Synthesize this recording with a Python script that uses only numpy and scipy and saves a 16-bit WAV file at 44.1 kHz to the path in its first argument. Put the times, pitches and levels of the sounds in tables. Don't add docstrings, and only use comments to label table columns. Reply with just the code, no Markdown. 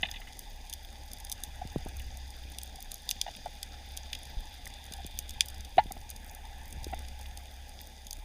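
import sys
import numpy as np
from scipy import signal
from scipy.io import wavfile
from scipy.ndimage import uniform_filter1d

SR = 44100
rng = np.random.default_rng(int(sys.argv[2]) if len(sys.argv) > 2 else 0)


def output_pcm(signal):
    pcm = np.clip(np.atleast_2d(signal).T, -1, 1) * 32767
    wavfile.write(sys.argv[1], SR, np.round(pcm).astype(np.int16))


N = 363384


def from_db(db):
    return 10 ** (np.asarray(db) / 20)


def rms_one(x):
    return x / np.sqrt(np.mean(x ** 2) + 1e-20)


def in_time(rows):
    start_s, *columns = np.transpose(rows)
    t = np.arange(N) / SR
    return [np.interp(t, start_s, column) for column in columns]


def drift(rate_hz):
    r = np.exp(-2 * np.pi * rate_hz / SR)
    noise = rng.standard_normal(N + SR)
    settled = signal.lfilter([1], [1, -2 * r, r * r], noise)[SR:]
    return rms_one(settled)


def butter(x, hz, kind, order=2):
    return signal.sosfilt(signal.butter(order, hz, kind, fs=SR, output="sos"), x)


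def resonate(x, hz, width_hz):
    r = np.exp(-np.pi * width_hz / SR)
    zeros = np.array([1, 0, -1]) * (1 - r * r) / 2
    poles = [1, -2 * r * np.cos(2 * np.pi * hz / SR), r * r]
    return signal.lfilter(zeros, poles, x)


def housing(x, extra_db=lambda hz: 0):
    # pitch_hz, width_hz, level_db
    resonances = [(733, 223, -4), (845, 104, 1.5), (1404, 1300, -25), (1685, 207, -7.5), (2018, 141, -9),
                  (2417, 223, -8.5), (2937, 250, -12.5), (3200, 233, -10), (3566, 230, -6.5),
                  (4850, 274, -10.5), (5580, 1380, -19.5), (6490, 576, -13.5), (6990, 890, -21.5),
                  (9560, 1550, -21), (12900, 1700, -28), (14240, 1140, -20.5), (14800, 1120, -23)]
    out = 0
    for k, (hz, width_hz, db) in enumerate(resonances):
        gain = from_db(db + extra_db(hz))
        out = out + (-1) ** k * gain * resonate(x, hz, width_hz)
    return out


def add(track, start_s, sound):
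    i = round(start_s * SR)
    track[i:i + len(sound)] += sound[:len(track) - i]


def steady_hiss(level_db=-63.5, top_hz=15600):
    white = rng.standard_normal((2, N))
    coloured = rms_one(housing(butter(white[0], 7300, "high")))
    hiss = coloured + from_db(-6.5) * butter(white[1], 900, "high")
    hiss = signal.sosfilt(signal.ellip(8, .3, 45, top_hz, fs=SR, output="sos"), hiss)
    return from_db(level_db) * rms_one(hiss)


def rumble(lumpy_db=2.5):
    # start_s, level_db
    swell = [(0.0, -51.5), (0.8, -58.5), (1.5, -52), (1.8, -44), (2.4, -52), (3.05, -56.5), (3.4, -55),
             (4.05, -53.5), (4.86, -54), (5.4, -51), (5.85, -48), (6.45, -56.5), (6.82, -45), (7.1, -53),
             (7.4, -52), (7.8, -59), (8.24, -64)]
    # pitch_hz, level_db (per Hz)
    colour = [(8, -4), (15, -1), (35, -6), (70, -5.5), (140, -20.5), (190, -22.5), (250, -16.5),
              (330, -30.5), (600, -25.5), (900, -54)]
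    (swell_db,) = in_time(swell)
    mean_db = swell_db.mean()
    hz_points, db_points = np.transpose(colour)
    lumps_db = lumpy_db * drift(28)
    edges = 8 * 2 ** np.arange(0, 7.1, 1 / 3)
    out = 0
    for low, high in zip(edges, edges[1:]):
        hz = np.sqrt(low * high)
        band = butter(rng.standard_normal(N + SR), [low, high], "band")[SR:]
        follows = np.clip(60 / hz, 0, 1)
        colour_db = np.interp(np.log(hz), np.log(hz_points), db_points)
        moving_db = follows * (swell_db - mean_db) + lumps_db * (hz > 80)
        out = out + band * from_db(colour_db + moving_db)
    return from_db(mean_db + 3.5) * rms_one(out)


def water(grains_per_s=2500, size_db=3., flicker_db=1.82):
    # start_s, flow_db, reef_db, favoured_pitch_octaves (above 4 kHz)
    curves = [(0.0, -54.5, -58, 0.73), (0.8, -57, -59.5, 0.3), (1.8, -53, -58, 0.6), (2.3, -56, -57, .28),
              (2.9, -57, -58, .25), (3.25, -57, -53.5, 0.38), (3.67, -55.5, -58.5, .24),
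              (4.3, -55, -55.5, 0.16), (4.86, -54, -58.5, -0.058), (5.1, -56.5, -57, -.2),
              (5.5, -54.5, -57.5, -0.19), (5.8, -59, -61.5, 0.062), (6.3, -54, -65.5, 0.76),
              (7.02, -54, -60.5, 0.29), (7.4, -55, -63, 0.53), (7.92, -59, -59, 0.33),
              (8.24, -58, -67.5, .28)]
    flow_db, reef_db, favoured = in_time(curves)
    flow = housing(butter(rng.standard_normal(N), 3500, "low"), lambda hz: flicker_db * drift(15.0))

    sizes = from_db(size_db * np.minimum(rng.exponential(1, N), 4.5)) * rng.choice([-1, 1], N)
    chance = grains_per_s * from_db(2.5 * drift(25)) / SR
    grains = rms_one(sizes * (rng.random(N) < chance))
    far = butter(grains + 0.68 * rng.standard_normal(N), [2800, 8000], "band")
    reef = housing(far, lambda hz: -12 * (np.log2(hz / 4000) - favoured) ** 2)
    return from_db(flow_db) * rms_one(flow) + from_db(reef_db) * rms_one(reef)


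def engine(half_order_db=-51, waver_db=2.0):
    # start_s, firing_hz, firing_db (rms)
    curves = [(0.0, 66.7, -57), (0.4, 66.55, -61.5), (0.75, 66.7, -50.5), (1.4, 66.54, -56),
              (1.65, 65.75, -48), (2.13, 64.56, -43.5), (2.85, 64.65, -53.5), (3.2, 66.35, -62.5),
              (3.75, 66.15, -47.5), (4.35, 66.3, -50.5), (4.7, 65.7, -52.5), (5.15, 66.14, -49),
              (6.24, 66.4, -52), (6.9, 66.2, -44), (7.7, 66.5, -51), (8.24, 67, -56)]
    hz, firing_db = in_time(curves)
    half_db = half_order_db + 2.85 * drift(4.4)
    turn = np.cumsum(np.pi * hz / SR)
    firing = np.sin(2 * turn) + 0.044 * np.sin(4 * turn) + 0.0084 * np.sin(6 * turn)
    half = np.sin(turn + 0.54 * drift(6.5))
    wavering_db = firing_db + waver_db * drift(5)
    return np.sqrt(2) * (from_db(half_db) * half + from_db(wavering_db) * firing)


def snaps(rows, tail_db=-19, tail_ms=10.2, spread_db=1.0):
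    start_s, level_db, centre, spread, burst_ms = np.transpose(rows)[:, :, None]
    ms = np.arange(1600) * 1000 / SR
    noise = rng.standard_normal((len(start_s), len(ms)))
    dull = butter(noise, 14000, "low", order=1)
    tail = from_db(tail_db) * np.exp(-ms / tail_ms) * dull
    bursts = noise * np.exp(-(ms / burst_ms) ** 2) + tail
    bursts[:, 0] = 3.7
    bursts = butter(bursts, 1800, "high", order=3)

    def colour_db(hz):
        octaves = np.log2(hz / 4000)
        hump_db = -1.4 * ((octaves - centre) / np.clip(spread, .2, 2)) ** 2
        return hump_db + 2.54 * octaves + rng.normal(0, spread_db, start_s.shape)

    rung = housing(bursts, colour_db)
    treble_power = butter(rung, 3970, "high", order=4) ** 2
    top = uniform_filter1d(treble_power, size=44).max(axis=1)
    out = np.zeros(N)
    for when, db, sound, power in zip(start_s[:, 0], level_db[:, 0], rung, top):
        add(out, when, sound * from_db(db) / np.sqrt(2 * power))
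    return out


def fainter_snaps(count=450):
    draw = rng.random((count, 5))
    start_s = draw[:, 0] * N / SR
    level_db = -54 - 4.8 * np.log(draw[:, 1] + 0.053)
    centre_octaves = -.2 + 2.6 * draw[:, 2]
    spread_octaves = 0.13 + 0.68 * draw[:, 3]
    burst_ms = 0.92 + 1.3 * draw[:, 4]
    return np.column_stack([start_s, level_db, centre_octaves, spread_octaves, burst_ms])


def near_snaps(spread_octaves=0.52):
    # (colour above 4 kHz, before the treble tilt)
    near = [(0.113, -30.5, 0.81), (0.3916, -31.5, 1.7), (0.6972, -35, 1.06), (0.7272, -32, 0.65),
            (0.7361, -28.5, 1.3), (1.1145, -39, 0.96), (1.133, -32, 1.7), (1.2006, -41, 1.6),
            (1.2487, -33, 1.48), (1.2972, -32, 1.2), (1.3164, -27.5, 1), (1.3243, -24.5, 1.4),
            (1.4362, -25.5, 1.45), (1.886, -41, 1.9), (1.968, -40, 2), (2.1712, -38, 1.32),
            (2.5192, -41.5, 1.3), (2.585, -28.5, 1.23), (2.615, -38.5, 0.45), (2.6326, -30.5, 2),
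            (2.7575, -41, 1.3), (2.8044, -39.5, 1.2), (2.8251, -34.5, 2), (2.917, -29, 1.35),
            (2.942, -31, 1.75), (3.0905, -21.5, 0.86), (3.105, -28, 1.8), (3.111, -18.5, 0.74),
            (3.214, -17, 0.59), (3.3635, -41, 1.75), (3.6295, -27, 0.78), (3.9677, -37, 1.37),
            (3.9731, -28, 1.2), (4.1301, -27, 0.26), (4.1501, -35, 0.5), (4.2316, -40, 0.96),
            (4.2535, -42, 0.99), (4.6558, -36, 1.21), (4.6738, -36.5, 1.37), (4.9221, -37, 0.92),
            (4.9362, -33.5, 0.82), (5.0647, -34.5, 1.7), (5.1889, -21, 1.39), (5.2934, -33.5, 1.17),
            (5.3063, -36, 1.3), (5.4073, -11, 0.36), (5.4582, -37, 1.8), (5.4846, -33.5, 1.54),
            (5.6063, -38.5, 1.12), (5.649, -41, 0.69), (5.9205, -28.5, 1.7), (6.0926, -41, 0.71),
            (6.1017, -32, 1.8), (6.1093, -41, 0.93), (6.162, -39, 1), (6.3485, -38, 1.87),
            (6.656, -43, 1.4), (6.7259, -36, 1.25), (6.8432, -32, 0.87), (6.945, -42.5, 1.5),
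            (6.9903, -41.5, 1.2), (7.0839, -39.5, 0.81), (7.2113, -42.5, 1.4), (7.373, -35.5, 0.87),
            (7.8136, -38.5, 2.5), (7.871, -41, 1.83), (8.0678, -37, 1.05), (8.1084, -29, 1.3),
            (8.1296, -30, 1.23)]
    start_s, level_db, centre = np.transpose(near)
    fainter_db = level_db.max() - level_db
    burst_ms = 1.34 + 0.0833 * fainter_db - .5 * centre
    burst_ms = np.maximum(burst_ms, .4)
    spread = np.full(len(start_s), spread_octaves)
    return np.column_stack([start_s, level_db, centre, spread, burst_ms])


def dull_bursts():
    # start_s, level_db (rms over the length), length_ms, centre_hz
    hits = [(.030, -24.5, 8.4, 2920), (0.052, -37.5, 9, 3260), (.085, -42, 8.8, 2800),
            (.117, -52, 8.8, 2900), (.139, -44, 8.2, 3000), (0.159, -43.5, 15, 3240),
            (.214, -48.5, 11, 1960), (.271, -49, 11, 1850), (1.998, -47, 5.4, 2950), (3.164, -49, 4, 3500),
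            (3.264, -44, 3.5, 2000), (3.276, -49, 15, 2600), (3.461, -51, 3, 1900), (4.129, -39, 8.6, 3680),
            (4.15, -43, 5.1, 3380), (4.6665, -42.5, 2.1, 1680), (5.780, -31, 7.4, 2320),
            (5.790, -43, 13.6, 2100), (5.908, -51, 7.8, 1280), (5.969, -53, 1.84, 1787),
            (6.931, -43.5, 8, 1870), (7.258, -46.5, 3, 3705)]
    out, t_ms = np.zeros(N), np.arange(SR // 20) * 1000 / SR
    for start_s, db, ms, hz in hits:
        envelope = np.exp(-(t_ms / ms) ** 3) + 0.27 * np.exp(-t_ms / (2.1 * ms))
        burst = rng.standard_normal(len(t_ms)) * envelope
        rung = housing(burst, lambda mode_hz: -9 * np.log2(mode_hz / hz) ** 2)
        sound = butter(rung + 0.2 * resonate(burst, hz, 2000), 3580, "low", order=8)
        power = np.mean(sound[:round(ms * SR / 1000)] ** 2)
        add(out, start_s, from_db(db) * sound / np.sqrt(power))
    return out


def low_thuds(fall_cycles=0.98):
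    # start_s, peak_db, first_hz, last_hz, decay_ms, sign (push +1, pull -1)
    thuds = [(.031, -37.5, 446, 154, 8.4, 1), (1.652, -33, 304, 60.25, 13, 1),
             (1.7599, -19.5, 750, 132.8, 7.3, 1), (1.861, -27.5, 500, 109.4, 2.6, 1),
             (4.369, -23.5, 45, 25.15, 33, -1), (4.913, -39, 401, 92.4, 5.1, 1),
             (5.048, -35.5, 600, 127.3, 7.5, 1), (5.773, -29, 600, 300, 3.7, 1),
             (5.781, -33, 414, 119.2, 12, 1), (5.858, -36, 454, 108, 8.4, 1),
             (5.911, -38, 401, 150, 3.6, 1), (5.967, -43, 400, 119.1, 8.2, -1),
             (6.740, -43, 250, 90, 13.5, 1), (6.77, -40, 251.7, 100, 12, 1), (6.867, -28, 470, 300, 2.7, 1),
             (6.933, -33, 449, 200.7, 2.2, 1)]
    out, t_ms = np.zeros(N), np.arange(SR // 8) * 1000 / SR
    for start_s, db, first_hz, last_hz, decay_ms, sign in thuds:
        fall = np.exp(-t_ms / 1000 * first_hz / fall_cycles)
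        hz = last_hz + (first_hz - last_hz) * fall
        tone = np.sin(np.cumsum(2 * np.pi * hz / SR))
        add(out, start_s, np.sign(sign) * from_db(db) * np.exp(-t_ms / decay_ms) * tone)
    return butter(out, 820, "low")


def squeak(start_s=5.781):
    # level_db, first_hz, last_hz, length_ms
    slip = (-31.5, 3392, 4597, 19)
    db, first_hz, last_hz, ms = slip
    out, share = np.zeros(N), np.linspace(0, 1, round(ms * SR / 1000))
    hz = first_hz + (last_hz - first_hz) * share
    tone = np.sin(np.cumsum(2 * np.pi * hz / SR))
    rough = 1 + 0.37 * rms_one(butter(rng.standard_normal(len(share)), 600, "low"))
    envelope = from_db(db - 11 * share) * np.sin(np.pi * share) ** .5
    add(out, start_s, envelope * rough * tone)
    return out


def knocks(buzz_db=-13):
    # start_s, level_db (about the peak of the flex), press_ms
    presses = [(.031, -31, 7.2), (.043, -35.5, 6.5), (.088, -46, 10), (1.615, -29.5, 11),
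               (1.866, -33.5, 4.6), (2.742, -44, 15), (2.783, -42.5, 14), (3.264, -31, 5.9),
               (3.278, -33, 10.2), (3.288, -35, 4.6), (3.459, -27, 6), (3.466, -32, 5.8),
               (4.986, -43.5, 14), (5.000, -41, 10), (5.7800, -8, 10.3), (5.906, -35, 10),
               (5.966, -39, 5.9), (6.926, -34, 5.47), (6.9325, -27, 9.5)]
    # pitch_hz, level_db (relative), t60_s
    wall_modes = [(850, 5.5, 0.047), (931, -10.5, 0.078), (2020, -16, 0.053), (1420, -22, 0.054)]
    out, free_s = np.zeros(N), np.arange(SR // 10) / SR
    ring = 0
    for k, (hz, db, t60_s) in enumerate(wall_modes):
        decay = from_db(db - 60 * free_s / t60_s)
        ring = ring + (-1) ** k * decay * np.sin(2 * np.pi * hz * free_s)
    ring *= 1 - np.exp(-free_s / 0.00088)
    hardest_db = max(db for _, db, _ in presses)
    for start_s, db, ms in presses:
        lighter_db = hardest_db - db
        hz = 731 + 0.94 * lighter_db
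        ring_db = -7.5 - 0.86 * lighter_db
        t = np.arange(round(ms * SR / 1000)) / SR
        turn = 2 * np.pi * hz * t
        flex = np.sin(turn) + 0.1 * np.sin(2 * turn) + 0.025 * np.sin(3 * turn)
        press = np.sin(np.pi * t * 1000 / ms)
        add(out, start_s, -from_db(db) * press * flex)
        add(out, start_s + ms / 1000, from_db(db + ring_db) * ring)
    buzz = butter(np.abs(out), [1300, 3200], "band")
    return out + from_db(buzz_db) * buzz


def scene():
    background = steady_hiss() + rumble() + water() + engine()
    shrimp = snaps(fainter_snaps()) + snaps(near_snaps())
    hits = dull_bursts() + low_thuds() + squeak() + knocks()
    return (background + shrimp + hits)[None]


def record(dry):
    dulling = signal.ellip(5, .5, 14, 15250, fs=SR, output="sos")
    cut = signal.ellip(10, .3, 75, 16500, fs=SR, output="sos")
    return signal.sosfilt(cut, signal.sosfilt(dulling, dry))


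dry = scene()
out = record(dry)
output_pcm(out)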